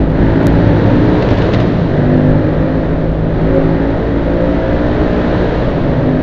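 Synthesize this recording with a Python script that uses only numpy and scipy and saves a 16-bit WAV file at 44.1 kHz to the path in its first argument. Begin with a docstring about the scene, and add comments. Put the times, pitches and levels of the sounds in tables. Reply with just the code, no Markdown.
"""Motorcycle ride through a concrete tunnel

A microphone in the saddle of a single-cylinder motorcycle that changes up twice; other riders drone ahead.
Its exhaust is a stack of firing orders that swell and fade with the wall reflections; its case knocks and hisses.
Another motorcycle is overtaken, clattering first, then roaring and hissing; the ceiling fans go by later.
Shaped noise makes the traffic rumble, tyre roar, buffeting wind and slaps of air.
Noise bursts make a loose part's clacks as the machines draw level, and bare clicks make the ticks."""
import sys
import numpy as np
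from scipy import signal
from scipy.fft import rfft, irfft, next_fast_len
from scipy.io import wavfile

SR = 44100
rng = np.random.default_rng(int(sys.argv[2]) if len(sys.argv) > 2 else 0)


def digitize_waveform(pressure):
    """Quantize a signal to 16-bit integers and store it at the path in sys.argv[1].

    Rows of a 2-D input are taken as channels; values are limited to [-1, 1].
    """
    field = np.atleast_2d(pressure).T
    bounded = np.clip(field, -1, 1)
    quanta = np.round(bounded * 32767).astype(np.int16)
    wavfile.write(sys.argv[1], SR, quanta)


N = 274302

# colour of the low traffic rumble and of air slapping the microphone: [f/Hz, relative level/dB per Hz]
RUMBLE_COLOUR = [(60, -9), (80, 0.5), (110, -2.5), (170, 1.5), (215, -3.5), (275, -0.5), (330, -5),
                 (420, -17.5)]
# colour of tyres on concrete: [f/Hz, relative level/dB per Hz]
ROAR_COLOUR = [(280, -8.5), (380, -5), (480, -3.5), (590, -3.5), (760, -13.5), (1100, -17.5), (2000, -27),
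               (4000, -57.5)]
# colour of mechanical clatter: [f/Hz, relative level/dB per Hz]
CLATTER_COLOUR = [(650, 1.5), (800, -0.5), (930, 2), (1100, -9.5), (1600, -1.5), (1950, -5), (2300, -15),
                  (3000, -28.5)]
# colour of the hiss above the clatter: [f/Hz, relative level/dB per Hz]
HISS_COLOUR = [(1500, -24.5), (2300, 1), (3000, 0.5), (3900, -0.5), (4400, -5.5), (5000, -13), (6000, -18),
               (7200, -26), (7900, -47.5), (9000, -71.5)]


def from_db(db):
    """Amplitude factor for a level in dB."""
    return 10 ** (np.asarray(db) / 20)


def rms_one(x):
    """Scales x to rms 1."""
    return x / np.sqrt(np.mean(x ** 2) + 1e-20)


def in_time(rows):
    """Columns of a curve table, read at every sample."""
    s, *columns = np.transpose(rows)
    return [np.interp(np.arange(N) / SR, s, column) for column in columns]


def at_hz(points, hz):
    """Level of a spectrum in dB, read on a log-frequency axis."""
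    points = np.array(points)
    return np.interp(np.log(hz), np.log(points[:, 0]), points[:, 1])


def coloured(x, spectrum):
    """Shapes x by a spectrum, falling steeply beyond its ends; rms 1."""
    size = next_fast_len(N + SR // 10)
    hz = np.maximum(np.fft.rfftfreq(size, 1 / SR), 1)
    lowest, highest = spectrum[0][0], spectrum[-1][0]
    skirts = np.minimum(1, np.minimum(hz / lowest, highest / hz)) ** 4
    shaped = rfft(x, size) * from_db(at_hz(spectrum, hz)) * skirts
    return rms_one(irfft(shaped, size)[:N])


def drift(rate_hz):
    """Slow chance with a spread of 1: noise through two equal low-pass poles at rate_hz."""
    # one value per 100 samples; the first 1000 values let the filter settle
    pole = np.exp(-200 * np.pi * rate_hz / SR)
    noise = rng.standard_normal(N // 100 + 1002)
    slow = signal.lfilter([1], [1, -2 * pole, pole * pole], noise)[1000:]
    return np.interp(np.arange(N) / 100, np.arange(len(slow)), rms_one(slow))


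def past_walls(x, echoes):
    """The rider moves from one pattern of reflections into the next at even power; rms 1."""
    shares = np.array([drift(1.57) for _ in echoes])
    heard = sum(share * signal.fftconvolve(x, echo)[:N] for share, echo in zip(shares, echoes))
    return rms_one(heard / np.linalg.norm(shares, axis=0))


def tunnel(x, wet_db):
    """Adds a dense, long, ever-changing tail between bare concrete walls; rms 1."""
    t60_s, first_echo_s = 1.5, .012
    t = np.arange(SR) / SR
    decay = from_db(-60 * t / t60_s) * (t > first_echo_s)
    tails = rng.standard_normal((4, len(t))) * decay
    return rms_one(rms_one(x) + from_db(wet_db) * past_walls(x, tails))


def fading_line(turns, scatter, fade_rate_hz):
    """One exhaust order plus its reflections, whose phases shift as the walls go by; rms 1."""
    angle = 2 * np.pi * (turns + rng.random())
    in_phase = (1 + scatter * drift(fade_rate_hz)) * np.cos(angle)
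    quadrature = scatter * drift(fade_rate_hz) * np.sin(angle)
    return rms_one(in_phase + quadrature)


def going_by(nearest_s, half_s):
    """Gain of a source passed at steady speed: one over the distance, 1 when nearest."""
    return 1 / np.hypot(1, (np.arange(N) / SR - nearest_s) / half_s)


def boom_gain(hz):
    """Strength of a low order as its pitch moves through the resonances of pipe and tube."""
    # resonances: [f/Hz, width/Hz, relative level on top/dB]
    resonances = [(58, 5.8, -23.5), (100, 6, -24.5), (122, 15, -29), (160.9, 27, -19), (181, 9.5, -26),
                  (252.5, 8.5, -20), (278.4, 18, -18), (300.6, 7, -21.5)]
    power = 0
    for centre, width, db in resonances:
        power = power + from_db(db) ** 2 / (1 + (2 * (hz - centre) / width) ** 2)
    return np.sqrt(power)


def swell(order):
    """Gain of one order past the spots where wall reflections add up or cancel."""
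    # spots where an order flares or fades: [t/s, order, change of level/dB, half-length/s]
    spots = [(0.111, 1, 11, 0.15), (0.246, 4, 7.5, 0.093), (0.289, 6, 8, 0.26), (0.306, 3, 0, 0.26),
             (0.345, 9, -4.5, .3), (0.496, 5, 0.5, 0.16), (0.645, 10, 7.5, 0.11), (0.648, 15, 10.5, .45),
             (0.753, 8, 5, .25), (0.995, 2, 6, 0.23), (1.019, 5, 5, 0.24), (1.18, 7, 9.5, 0.38),
             (1.756, 3, 11.5, 0.11), (2.196, 3, 7, .2), (2.197, 7, 4.5, .18), (2.249, 5, 4, 0.13),
             (2.278, 2, 8.5, 0.15), (2.291, 11, 4, 0.23), (2.399, 12, -2, .4), (2.404, 6, 6.5, 0.28),
             (2.449, 10, 9, .32), (2.515, 5, -10, 0.071), (2.75, 5, 5, 0.22), (3.1, 5, -6.5, 0.12),
             (3.114, 1, 8.5, .2), (3.348, 3, -1, 0.12), (3.564, 7, 9, 0.15), (3.575, 10, 13, 0.063),
             (3.696, 4, 5.5, 0.14), (3.965, 3, -12, 0.16), (3.986, 5, -7.5, 0.057), (4.057, 8, 9, 0.26),
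             (4.197, 1, 3.5, .3), (4.35, 6, 5.5, 0.18), (4.408, 9, 9, 0.19), (4.552, 5, 3, 0.094),
             (4.603, 10, 3.5, 0.55), (4.604, 11, 5, 0.26), (4.759, 9, 7, .15), (4.782, 3, -7.5, 0.14),
             (4.997, 7, 8, 0.15), (5.164, 4, 6.5, 0.27), (5.297, 10, 5.5, 0.2), (6.104, 3, 2, 0.12),
             (6.16, 5, 7, 0.11)]
    t = np.arange(0, N / SR, .005)
    level_db = 0 * t
    for s, k, db, half_s in spots:
        if round(k) == order:
            level_db = level_db + db * np.exp(-((t - s) / half_s) ** 2)
    return np.interp(np.arange(N) / SR, t, from_db(level_db))


def overrun():
    """Gain of the exhaust, which loses its bark around each change of gear while the engine is not pulling."""
    # drops of the exhaust: [middle t/s, half-length/s, change of level/dB]
    drops = [(1.578, 0.31, -4), (1.881, 0.05, -3.5), (5.708, 0.26, -4)]
    t = np.arange(N) / SR
    return from_db(sum(db / (1 + ((t - s) / half_s) ** 8) for s, half_s, db in drops))


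def exhaust(firing_hz, turns, throttle_db):
    """Low orders boom in the resonances, the others bark through the silencer; the tunnel adds a dull tail."""
    # multiples of the firing rate that boom: [order]
    booming_orders = (1, 2, 3, 5)
    # silencer's response at the other orders: [f/Hz, relative level/dB]
    silencer = [(200, -27), (250, -30.5), (310, -23.5), (380, -27), (440, -30.5), (490, -28.5),
                (545, -27.5), (610, -29), (680, -32.5), (780, -46), (950, -43.5)]
    boom = 0
    for k in booming_orders:
        line = fading_line(k * turns, scatter=0.22, fade_rate_hz=7.3)
        pull = from_db(0.11 * k * throttle_db)  # higher orders follow the throttle more
        boom = boom + boom_gain(k * firing_hz) * pull * swell(k) * line
    bark = 0
    for k in range(4, 18):
        if k not in booming_orders:
            line = fading_line(k * turns, scatter=0.33, fade_rate_hz=5)
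            bark = bark + from_db(at_hz(silencer, k * firing_hz)) * swell(k) * line
    unevenness = from_db(.7 * drift(35))  # the strength of the firings wavers
    direct = (from_db(1.0) * boom + from_db(throttle_db) * bark) * unevenness * overrun()
    dull = signal.butter(4, 2500, fs=SR, output="sos")  # takes the top off direct sound and tail alike
    return direct.std() * signal.sosfilt(dull, tunnel(direct, wet_db=-13.5))


def rasp(turns, throttle_db):
    """Under load the high orders buzz; walls smear each pulse, near echoes favour a few orders at a time."""
    # colour of the buzz: [f/Hz, relative level/dB per Hz]
    rasp_colour = [(800, -0.5), (1050, -7.5), (1250, -1), (1420, -4.5), (1650, -4.5), (1900, -7),
                   (2200, -18)]
    smear_s, near_echo_s, near_echo_share = .02, .003, .7
    pulses = np.diff(np.floor(turns), prepend=0)
    t = np.arange(SR // 10) / SR
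    walls = rfft(rng.standard_normal((4, len(t))) * np.exp(-t / smear_s))
    smear = walls / np.abs(walls)  # spreads in time, keeps every pitch at equal strength
    near = rng.standard_normal((len(walls), len(t))) * np.exp(-t / near_echo_s)
    near = near / np.linalg.norm(near, axis=1, keepdims=True)
    ripple = 1 + near_echo_share * rfft(near)
    buzz = past_walls(pulses, irfft(ripple * smear))
    level = from_db(-31.5 + 1.4 * throttle_db)
    return level * overrun() * coloured(buzz, rasp_colour)


def effort_gain(law, firing_hz, throttle_db):
    """Mechanical noise grows with throttle and engine speed."""
    cruise_db, follows, db_per_hz = law
    cruise_hz = 55
    return from_db(cruise_db + follows * throttle_db + db_per_hz * (firing_hz - cruise_hz))


def clatter(firing_hz, turns, throttle_db):
    """Each firing knocks on the engine case and lets out a puff of hiss; the walls throw both back."""
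    # how body and hiss grow: [level at cruise/dB, share of throttle swing, dB per extra firing per s]
    body_law = (-30.5, 0.98, 0.14)
    hiss_law = (-42.5, 0.59, 0.49)
    # play in the parts: knocks come a little early or late, in fractions of a firing
    loose_turns = turns + .004 * drift(36)
    knocks = np.diff(np.floor(loose_turns), prepend=0) * from_db(2.2 * rng.standard_normal(N))
    # the many modes of the case smear each knock in time without favouring any pitch
    t = np.arange(SR // 40) / SR
    modes = rfft(rng.standard_normal(len(t)) * np.exp(-t / 0.0043))
    knocks = rms_one(signal.fftconvolve(knocks, irfft(modes / np.abs(modes)))[:N])
    # steady noise plus a puff that dies away within each firing
    puff_shape = 1.4 + np.exp(-(turns % 1) / 0.12)
    puffs = rms_one(rng.standard_normal(N) * puff_shape)
    body = coloured(tunnel(.35 * knocks + puffs, wet_db=1), CLATTER_COLOUR)
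    hiss = coloured(tunnel(puffs, wet_db=0.0), HISS_COLOUR)
    body = effort_gain(body_law, firing_hz, throttle_db) * body
    hiss = effort_gain(hiss_law, firing_hz, throttle_db) * hiss
    return body + hiss


def neighbour():
    """The other exhaust goes by; its low orders come direct, the higher ones by way of the walls."""
    # the overtaken motorcycle eases off as it is passed: [t/s, firings per s]
    speed = [(0, 48.8), (.45, 51.6), (.8, 51.1), (1.15, 50.2), (1.6, 49)]
    # its exhaust orders: [f/Hz, relative level/dB]
    order_levels = [(50, -12.5), (100, -2.5), (150, -9.5), (200, -13.5), (250, -9), (400, -22),
                    (700, -24.5)]
    firing_hz, = in_time(speed)
    turns = np.cumsum(firing_hz) / SR
    lines = 0
    for k in range(1, 13):
        line = fading_line(k * turns, scatter=.15 * k, fade_rate_hz=2 + k)
        lines = lines + from_db(at_hz(order_levels, k * firing_hz.mean())) * line
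    return from_db(-15) * going_by(nearest_s=.8, half_s=0.23) * rms_one(lines)


def far_engines():
    """Two wavering low orders carry from the riders ahead."""
    # their engine note: [t/s, f/Hz, level of the lower order/dB]
    drone = [(0, 109.4, -24.5), (1, 113.6, -19), (1.7, 116.3, -19.5), (2.9, 116.3, -32.5),
             (3.5, 122, -33.5), (4.2, 114.9, -30.5), (5.3, 123.9, -34), (5.7, 127.6, -20.5),
             (6.22, 122.7, -23)]
    hz, level_db = in_time(drone)
    turns = np.cumsum(hz) / SR
    low = fading_line(turns, scatter=.3, fade_rate_hz=4)
    octave = from_db(-18.0) * fading_line(2 * turns, scatter=0.9, fade_rate_hz=8.7)
    return from_db(level_db) * (low + octave)


def road_and_wind():
    """Traffic rumbles in the tube, tyres roar on concrete, lumpy wind hits the microphone in gusts."""
    # colour of wind on the microphone: [f/Hz, relative level/dB per Hz]
    wind_colour = [(8, -5), (14, -1), (30, -9), (50, -2.5), (80, -13.5), (150, -19), (400, -18.5)]
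    rumble = from_db(-20.5) * coloured(rng.standard_normal(N), RUMBLE_COLOUR)
    roar = from_db(-24) * coloured(rng.standard_normal(N), ROAR_COLOUR)
    gusts_db = 1.5 * drift(2.2)
    buffeting_db = drift(14)
    wind_gain = from_db(-19 + gusts_db + buffeting_db)
    wind = wind_gain * coloured(rng.standard_normal(N), wind_colour)
    return rumble + roar + wind


def passing_noise():
    """Each thing that goes by swells and fades with its own mix of rumble, roar, clatter and hiss."""
    # the other motorcycle's tail, flank and engine, then the ceiling fans:
    # [nearest t/s, half-length/s, rumble level/dB, roar level/dB, clatter level/dB, hiss level/dB]
    passes = [(0.462, .16, -14.5, -35, -29, -44.5), (0.897, 0.32, -28.5, -29, -29, -40.5),
              (1.425, 0.35, -15, -19, -36.5, -37.5), (5.532, 0.43, -22, -19.5, -34, -39.5)]
    out = 0
    for k, colour in enumerate((RUMBLE_COLOUR, ROAR_COLOUR, CLATTER_COLOUR, HISS_COLOUR)):
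        power = 0
        for nearest_s, half_s, *levels_db in passes:
            power = power + (from_db(levels_db[k]) * going_by(nearest_s, half_s)) ** 2
        out = out + np.sqrt(power) * coloured(rng.standard_normal(N), colour)
    return out


def ticks():
    """A dry, sharp tick: a click lasting a fraction of a millisecond."""
    # ticks: [t/s, relative height]
    tick_times = [(.431, 0.037), (0.4695, 0.52), (1.130, .018), (1.354, 0.022), (1.388, 0.045),
                  (1.610, 0.022), (2.166, .018), (2.270, .014), (2.290, .016), (2.308, .015),
                  (3.553, 0.026), (5.369, .015)]
    # colour of a tick: [f/Hz, relative level/dB per Hz]
    tick_colour = [(1500, -17.5), (3500, -1), (6500, 0), (8000, -5.5), (9600, -12), (12000, -6.5),
                   (16000, -15)]
    clicks = np.zeros(N)
    for s, height in tick_times:
        clicks[round(s * SR)] = height
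    return from_db(1.0) * clicks.std() * coloured(clicks, tick_colour)


def buffets():
    """A single slap of air on the microphone is a short swell of low, lumpy noise."""
    # slaps: [t/s, level/dB, half-length/s]
    slaps = [(0.54, -13, 0.018), (4.557, -9, 0.014), (5.025, -11.5, 0.012)]
    t = np.arange(N) / SR
    level = sum(from_db(db) * np.exp(-((t - s) / half_s) ** 2) for s, db, half_s in slaps)
    return level * coloured(rng.standard_normal(N), RUMBLE_COLOUR)


def rattles():
    """A loose part clacks: noise builds and dies within milliseconds, with a weak echo off the wall."""
    # clacks as the two machines draw level: [t/s, relative level/dB]
    clacks = [(1.222, -21.5), (1.286, -26), (1.302, -26.5), (1.312, -32), (1.372, -27.5), (1.381, -27),
              (1.419, -28), (1.446, -32), (1.528, -26), (1.536, -24), (1.601, -21.5)]
    # colour of a clack: [f/Hz, relative level/dB per Hz]
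    rattle_colour = [(500, -6), (900, 4.5), (2000, 7), (4000, -1), (5200, -8.5), (7200, -22), (8000, -38),
                     (9000, -76)]
    attack_s, decay_s, echo_share, echo_s = .0007, .005, .22, .04
    age = np.arange(SR // 10) / SR
    dying = np.exp(-age / decay_s) + echo_share * np.exp(-age / echo_s)
    clack = (1 - np.exp(-age / attack_s)) * dying
    level = np.zeros(N)
    for s, db in clacks:
        start = round(s * SR)
        level[start:start + len(age)] += from_db(db) * clack
    flutter = from_db(2.5 * drift(90))  # the part chatters
    bursts = level * flutter * rng.standard_normal(N)
    return bursts.std() * coloured(bursts, rattle_colour)


def scene():
    """Speed and throttle drive the rider's engine; other traffic, road and wind surround it."""
    # own engine: [t/s, firings per s]
    speed = [(0, 52), (.3, 54.2), (.7, 57.6), (1.25, 61.8), (1.45, 62.2), (1.81, 59), (1.9, 49.2),
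             (2.15, 50.4), (2.55, 52), (2.95, 53.1), (3.2, 53.3), (3.78, 55.1), (4.2, 56.6), (4.59, 58.8),
             (5.0, 60.1), (5.2, 60.2), (5.5, 61.1), (5.7, 60.0), (5.85, 50.5), (6.22, 51.4)]
    # throttle, which drives boom, bark, rasp, clatter and hiss: [t/s, relative level/dB]
    throttle = [(0, 3.5), (.07, -8), (.2, 0.5), (1.0, -2), (1.6, 0), (1.76, -6.5), (2.0, 0), (2.3, -1.5),
                (2.85, -2), (3.18, -9.5), (3.42, -1), (3.8, -0.5), (4.12, -3), (4.5, -1.5), (4.85, -0.5),
                (5.17, 0.2), (5.45, 0), (5.72, -5), (5.95, -2), (6.22, -2)]
    firing_hz, = in_time(speed)
    throttle_db, = in_time(throttle)
    turns = np.cumsum(firing_hz * (1 + 0.00199 * drift(8.4))) / SR  # counted in firings, slightly unsteady
    own = exhaust(firing_hz, turns, throttle_db)
    own = own + rasp(turns, throttle_db) + clatter(firing_hz, turns, throttle_db)
    traffic = neighbour() + far_engines() + passing_noise()
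    surroundings = road_and_wind() + buffets() + rattles() + ticks()
    return (own + traffic + surroundings)[None]


def record(dry):
    """A very faint noise floor lies under everything; a soft start, overloaded highest peaks, the top cut."""
    # colour of the steady noise floor: [f/Hz, relative level/dB per Hz]
    floor_colour = [(9000, -7), (11000, -6.5), (12200, 3.5), (15500, -4)]
    fade_in_s, cutoff_hz = .004, 15750
    dry = dry + from_db(-92) * coloured(rng.standard_normal(N), floor_colour)
    fade = np.minimum(1, np.arange(N) / SR / fade_in_s)
    dry = dry * np.sin(np.pi / 2 * fade) ** 2
    clipped = dry / (1 + np.abs(dry) ** 24) ** (1 / 24)
    top_cut = signal.cheby2(12, 60, cutoff_hz, fs=SR, output="sos")  # 60 dB down from the cutoff up
    return signal.sosfilt(top_cut, clipped)


dry = scene()
out = record(dry)
digitize_waveform(out)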